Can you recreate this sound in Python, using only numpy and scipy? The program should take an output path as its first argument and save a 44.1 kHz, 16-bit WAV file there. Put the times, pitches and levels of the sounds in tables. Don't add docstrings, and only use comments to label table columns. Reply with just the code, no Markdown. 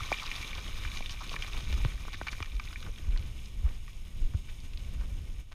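import sys
import numpy as np
from scipy import signal
from scipy.fft import rfft, irfft
from scipy.io import wavfile
from scipy.ndimage import uniform_filter1d

SR = 44100
rng = np.random.default_rng(int(sys.argv[2]) if len(sys.argv) > 2 else 0)


def dump(signal):
    limited = np.clip(np.atleast_2d(signal).T, -1, 1)
    pcm = np.round(limited * 32767).astype(np.int16)
    wavfile.write(sys.argv[1], SR, pcm)


N = 244302
TIME = np.arange(N) / SR


def from_db(db):
    return 10 ** (np.asarray(db) / 20)


def rms_one(x):
    return x / np.sqrt(np.mean(x ** 2) + 1e-20)


def peak_one(x):
    return x / np.sqrt(uniform_filter1d(x ** 2, SR * 3 // 1000).max())


def add(out, start_s, sound):
    start = int(np.clip(round(start_s * SR), 0, N - 1))
    out[start:start + len(sound)] += sound[:N - start]


def swell(peak_s, half_length_s):
    return np.exp(-((TIME - peak_s) / half_length_s) ** 2 / 2)


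def coloured(x, tone):
    hz, db = np.transpose(tone)
    log_hz = np.log(np.maximum(np.arange(N // 2 + 1) * SR / N, 1))
    outside = np.maximum(np.log(hz[0]) - log_hz, 0) + np.maximum(log_hz - np.log(hz[-1]), 0)
    gain = from_db(np.interp(log_hz, np.log(hz), db) - 29 * outside)
    return rms_one(irfft(rfft(x) * gain, N))


def filtered(x, order, hz, kind="band"):
    return signal.sosfilt(signal.butter(order, hz, kind, fs=SR, output="sos"), x)


def resonance(x, hz, width_hz):
    r = np.exp(-np.pi * width_hz / SR)
    feedback = [1, -2 * r * np.cos(2 * np.pi * hz / SR), r * r]
    return signal.lfilter((1 - r * r) / 2 * np.array([1, 0, -1]), feedback, x + 1e-18)


def hiss(db=0):
    return from_db(db) * rng.standard_normal(N)


def grains(per_s, spread_db, q, low_hz, high_hz, count=24):
    sizes = from_db(spread_db * np.minimum(rng.exponential(1, N), 4)) * rng.choice([-1, 1], N)
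    clicks = sizes * (rng.random(N) < per_s / SR)
    pebble = rng.integers(0, count, N)
    pitches = np.geomspace(low_hz, min(high_hz, SR / 2), count)
    rings = sum(resonance(clicks * (pebble == k), hz, hz / q) for k, hz in enumerate(pitches))
    return rms_one(rings / np.sqrt(per_s))


def coarseness(first_share=.79, dirt_from_s=3.14, blend_s=.082):
    return first_share / (1 + np.exp((TIME - dirt_from_s) / blend_s))


# pitch_hz, level_db
STONE_TONE = [(700, -9.5), (1100, -5.5), (1600, -11), (2350, -2), (2900, -5.5), (3800, -3), (4600, -14),
              (6500, -12.5), (7500, -36)]
DIRT_TONE = [(700, -8), (1000, -6), (1600, -14.5), (2100, -4), (2400, -3.5), (2800, 0), (3700, -3.5),
             (4500, -11.5), (6600, -15.5), (8000, -14.5)]
def rattle(hits_per_s, coarse):
    pebbles = grains(1.1 * hits_per_s, spread_db=4, q=6, low_hz=1072, high_hz=7320) + hiss(-1)
    crumbs = grains(4 * hits_per_s, spread_db=4.5, q=2.5, low_hz=1730, high_hz=8200) + hiss(6)
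    stony = np.sqrt(coarse) * coloured(pebbles, STONE_TONE)
    return stony + np.sqrt(1 - coarse) * coloured(crumbs, DIRT_TONE)


# pitch_hz, level_db
CRUNCH_TONE = [(150, 12), (300, 6), (550, 1), (850, -7.5), (1150, -8.5), (1600, -6.5), (2400, -10)]
# peak_s, half_length_s, crunch_db, air_db
FOOTSTEPS = [(0.6, 0.12, -56, -68), (0.89, 0.2, -75, -36), (1.346, 0.046, -54, -51),
             (1.733, 0.22, -56.5, -33.5), (2.866, 0.022, -54, -33.5), (3.16, 0.13, -54.5, -35),
             (3.665, 0.09, -57.5, -33), (4.222, 0.13, -63, -37.5), (5.04, 0.32, -58.5, -36)]
def crunch(hits_per_s, coarse, flow_db):
    trodden = sum(from_db(db) * swell(s, half) for s, half, db, _ in FOOTSTEPS)
    level = np.hypot(from_db(-59.5 + .26 * flow_db), trodden)
    cracks = grains(hits_per_s / 2, spread_db=6.5, q=2.4, low_hz=241, high_hz=1820)
    return level * coloured(coarse * cracks + hiss(7), CRUNCH_TONE)


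# pitch_hz, level_db
SAND_TONE = [(3000, -24), (4700, -15), (7600, -2.5), (9200, -6.5), (10200, -6), (12000, -6), (14000, -10),
             (15300, -9)]
# pitch_hz, width_hz, boost_db
SAND_BANDS = [(5080, 130, 12), (5380, 150, 12), (6560, 380, 9), (7750, 500, -5), (8420, 250, 3)]
def sand(hits_per_s, flow_db):
    grit = grains(4 * hits_per_s, spread_db=4, q=2.7, low_hz=4000, high_hz=13900) + hiss(2)
    for hz, width_hz, db in SAND_BANDS:
        grit = grit + (from_db(db) - 1) * resonance(grit, hz, width_hz)
    return from_db(-57.5 + .54 * flow_db) * coloured(grit, SAND_TONE)


# time_s, level_db
GRAVEL_FLOW = [(0, -45.5), (.28, -43), (.55, -47.5), (.78, -49.5), (1.15, -50), (1.78, -49), (2.08, -53),
               (2.85, -56), (3.4, -59), (4.1, -61), (4.75, -59), (5.4, -62)]
def gravel(full_flow_db=-45, surge_db=1.99, surges_per_s=50):
    rattle_db = np.interp(TIME, *np.transpose(GRAVEL_FLOW))
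    flow_db = rattle_db - full_flow_db
    hits_per_s = 2000 * from_db(.75 * flow_db)
    coarse = coarseness()
    wander = rms_one(np.interp(TIME * surges_per_s, np.arange(4096), rng.standard_normal(4096)))
    surge = from_db(surge_db * (.5 + .5 * coarse) * wander)
    running = from_db(rattle_db) * rattle(hits_per_s, coarse)
    return surge * (running + crunch(hits_per_s, coarse, flow_db) + sand(hits_per_s, flow_db))


# pitch_hz, level_db
WIND_TONE = [(16, 7), (28, 2.5), (50, 0), (80, -6.5), (120, -14.5), (190, -23.5), (400, -39.5)]
def wind(breeze_db=-40):
    puffs = sum(from_db(db) * swell(s, half) for s, half, _, db in FOOTSTEPS)
    swirls = coloured(hiss(), WIND_TONE)
    strength = np.sqrt(uniform_filter1d(swirls ** 2, size=SR // 5))
    return np.hypot(from_db(breeze_db), puffs) * swirls / strength


def hit(low_hz, high_hz, fade_s, chatter, ring, rebound, snap=0, bounces=1, count=7):
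    t = np.arange(SR // 10) / SR
    force = chatter * rng.standard_normal(len(t)) * from_db(-60 * t / fade_s)
    force[0] += 1
    for k in range(bounces):
        bounce_s = .003 + .019 * (k + rng.random()) / bounces
        force[int(bounce_s * SR)] += rebound * rng.uniform(-1.2, 1.2)
    high_hz = max(high_hz, 1.2 * low_hz)
    crack = filtered(force, 2, (low_hz, high_hz))
    pitches = low_hz + (high_hz - low_hz) * (np.arange(count) + rng.random(count)) / count
    rings = sum(rng.choice([-1, 1]) * rng.uniform(.5, 1) * resonance(force, hz, width_hz=170)
                for hz in pitches)
    stone = filtered(rms_one(crack) + ring * rms_one(rings), 2, min(2 * high_hz, SR / 3), "low")
    grit = rms_one(filtered(force, 4, hz=(700, 5200)))
    return peak_one(stone + snap * grit)


def clear_ring(hz, fade_s=.022, contact_s=.0005):
    t = np.arange(SR // 10) / SR
    note = np.sin(2 * np.pi * (hz * t + rng.random()))
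    return peak_one(note * from_db(-60 * t / fade_s) * np.minimum(t / contact_s, 1))


# start_s, level_db, low_hz, high_hz, ring_hz
STONE_HITS = [(.005, -37, 1000, 1600, 1200), (.033, -38, 2000, 3600, 2400), (.1262, -26, 1900, 2650, 2340),
              (.142, -35, 2100, 3000, 2360), (.185, -36.5, 2230, 3300, 2360),
              (.1974, -36.5, 2150, 3700, 2400), (.224, -41, 800, 1300, 1000),
              (.2315, -39, 3100, 5200, 3650), (.2594, -38, 2700, 4500, 3100),
              (.2654, -39, 3100, 5200, 3800), (.315, -29.5, 2100, 3200, 2380),
              (.3614, -38, 2200, 3900, 2950), (.4274, -38, 2150, 2600, 2360), (.531, -36, 2000, 2800, 2330),
              (.5511, -39, 2800, 4600, 3600), (.6794, -38, 2200, 3500, 2900),
              (.7861, -44, 1400, 2800, 2330), (.836, -41, 1900, 3600, 3600), (.85, -36, 1200, 2700, 2340),
              (.877, -42, 1900, 3800, 2380), (.972, -35, 2350, 3700, 2270), (1.0241, -39, 2200, 3500, 2310),
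              (1.0604, -35, 2400, 3800, 3600), (1.0953, -36, 2300, 4000, 3630),
              (1.294, -35.5, 2360, 4500, 3300), (1.331, -37, 2200, 3200, 2360),
              (1.363, -32.5, 1300, 2600, 2360), (1.3917, -42.5, 1200, 3000, 1510),
              (1.423, -31, 1900, 3750, 3250), (1.4364, -41, 1900, 3100, 2500),
              (1.4454, -40, 1750, 2700, 1830), (1.533, -37, 2230, 4000, 2630),
              (1.6067, -40, 2500, 3900, 2920), (1.7267, -35.5, 1770, 3570, 3150),
              (2.143, -40, 1400, 2600, 1930), (2.269, -35, 1050, 2600, 1720),
              (2.2735, -37, 1140, 3300, 1200), (2.2825, -33, 1400, 2900, 2370),
              (2.33, -38, 1300, 2400, 1540), (2.4261, -33, 1200, 3000, 2380),
              (2.4583, -44, 1900, 3800, 1830), (2.5975, -36, 1050, 2800, 1205),
              (2.6738, -45.5, 1500, 3400, 2570), (2.729, -43.5, 1400, 3900, 2370),
              (2.7586, -37, 1700, 2650, 2370), (2.827, -41.5, 1400, 3770, 2890),
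              (2.864, -43.5, 1100, 3100, 1205), (2.9607, -48, 2600, 3700, 3200),
              (2.9841, -45.5, 2400, 3700, 3130), (3.1618, -45, 1000, 2600, 1080),
              (3.1753, -39.5, 2300, 4500, 2930), (3.2256, -47.5, 2200, 3500, 3210),
              (3.458, -48, 2400, 6200, 3810), (3.8798, -46.5, 950, 2800, 2670),
              (4.603, -52, 2800, 6000, 2990), (4.7351, -47, 2500, 3400, 2550),
              (4.7742, -43, 2370, 4000, 3430)]
def clacks(boost_db=.2, equal_db=-16):
    out = np.zeros(N)
    for start_s, db, low_hz, high_hz, ring_hz in STONE_HITS:
        crack = hit(low_hz, high_hz, fade_s=.019, chatter=.17, ring=.4, rebound=.45, snap=.25, bounces=2)
        note = from_db(.4 * (db - equal_db)) * clear_ring(ring_hz)
        add(out, start_s, from_db(db + boost_db) * peak_one(crack + note))
    return out


# pitch_hz, level_db
STRAP_TONE = [(60, -7), (150, -38), (300, -28)]
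# peak_s, level_db, pitch_hz
JOLTS = [(0.026, -31.5, 80.4), (1.637, -39, 111), (1.751, -19.5, 52.3), (1.832, -24.5, 37),
         (1.859, -21.5, 112), (2.422, -31.5, 79), (2.566, -25, 43.5), (3.093, -23, 56), (3.155, -22.5, 28),
         (3.204, -30.5, 73.6), (3.661, -17.5, 53.7), (4.238, -19, 23.6), (4.355, -21.5, 89),
         (5.005, -24, 42)]
def thuds(half_length_cycles=.675, slowing=.284, rub_db=-31):
    out = np.zeros(N)
    rub = from_db(rub_db) * coloured(hiss(), STRAP_TONE)
    for peak_s, db, hz in JOLTS:
        from_peak = (TIME - peak_s) * hz / half_length_cycles
        near = np.abs(from_peak) < 5
        from_peak = from_peak[near]
        turns = np.cumsum(hz * (1 - slowing * np.tanh(from_peak))) / SR + rng.random()
        sway = np.exp(-from_peak ** 2 / 2) * np.sin(2 * np.pi * turns)
        out[near] += from_db(db) * (sway + np.exp(-from_peak ** 2 / 5) * rub[near])
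    return out


def tumbling(count=26, low_hz=1600, high_hz=3400, spread_db=3):
    out = np.zeros(N)
    rattle_db = np.interp(TIME, *np.transpose(GRAVEL_FLOW))
    slid_so_far = np.cumsum(from_db(rattle_db / 2) * coarseness())
    for k, (when, pitch, force) in enumerate(rng.random((count, 3))):
        at = min(np.searchsorted(slid_so_far, slid_so_far[-1] * (k + when) / count), N - 1)
        hz = low_hz * (high_hz / low_hz) ** pitch
        tick = hit(hz / 2 ** .5, hz * 2 ** .5, fade_s=.016, chatter=.14, ring=.5, rebound=.35)
        add(out, at / SR, from_db(rattle_db[at] - 1 + spread_db * force) * tick)
    return out


# start_s, level_db, low_hz, high_hz, sole_db
ROCK_HITS = [(0.1181, -26, 480, 870, -36.5), (1.007, -39, 330, 1060, -40.5),
             (1.341, -39.5, 514, 1250, -44.5), (1.849, -32, 850, 2980, -34.5), (2.052, -44, 480, 1160, -57),
             (2.082, -42.5, 935, 1630, -50), (2.214, -33, 540, 1590, -38.5),
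             (2.4039, -38.5, 483, 2440, -42), (4.345, -53, 480, 1500, -43.5)]
def knocks(boost_db=1.5, ring_db=-14, ring_hz=1090):
    out = np.zeros(N)
    for start_s, db, low_hz, high_hz, sole_db in ROCK_HITS:
        rock = hit(low_hz, high_hz, fade_s=.016, chatter=.09, ring=.2, rebound=0, snap=.2)
        sole = hit(low_hz=150, high_hz=420, fade_s=.03, chatter=.07, ring=0, rebound=0)
        rock += from_db(ring_db) * clear_ring(ring_hz)
        add(out, start_s, from_db(db + boost_db) * rock + from_db(sole_db) * sole)
    return out


# peak_s, level_db, half_length_s
SOLE_GRINDS = [(0.58, -48.5, 0.011), (1.567, -52, 0.023), (3.68, -57.5, 0.023), (4.342, -61.5, 0.011),
               (5.013, -57.5, 0.026), (5.526, -54.5, 0.0062)]
def scuffs():
    pressure = sum(from_db(db) * swell(s, half) for s, db, half in SOLE_GRINDS)
    crumbs = grains(per_s=1500, spread_db=6, q=.88, low_hz=298, high_hz=3100)
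    return pressure * rms_one(resonance(crumbs, hz=520, width_hz=1500))


# start_s, level_db, pitch_hz
STONE_SKIDS = [(1.108, -41, 4060), (1.206, -43, 1140), (2.131, -40, 2500), (2.315, -45.5, 4200),
               (4.485, -52, 2220)]
def skids(span=1.43):
    out = np.zeros(N)
    for start_s, db, hz in STONE_SKIDS:
        rasp = hit(hz / span, hz * span, fade_s=.09, chatter=.15, ring=.35, rebound=1.6, snap=.6,
                   bounces=5)
        add(out, start_s, from_db(db) * rasp)
    return out


def hush(start_s=5.4, fade_s=.041, drop_db=-6):
    return from_db(drop_db * np.clip((TIME - start_s) / fade_s, 0, 1))


def scene():
    background = hush() * (gravel() + wind() + tumbling())
    return (background + clacks() + thuds() + knocks() + scuffs() + skids())[None]


# pitch_hz, width_hz, boost_db
CASE_BANDS = [(1150, 190, 4.5), (1400, 90, -4), (1510, 80, 5), (1650, 110, -5), (1870, 140, 2),
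              (2030, 70, -4), (2150, 70, 2), (2360, 100, 6), (2490, 80, -3), (2770, 130, -1.5),
              (2960, 100, 2), (3110, 120, -3), (3620, 120, 2), (4370, 110, -6), (4490, 110, 3),
              (5020, 150, 2.5), (6400, 900, 2), (7600, 1100, -6), (9200, 400, 3)]
def record(dry, cutoff_hz=15400):
    for hz, width_hz, db in CASE_BANDS:
        dry = dry + (from_db(db) - 1) * resonance(dry, hz, width_hz)
    return signal.sosfilt(signal.ellip(12, .1, 80, cutoff_hz, fs=SR, output="sos"), dry)


dry = scene()
out = record(dry)
dump(out)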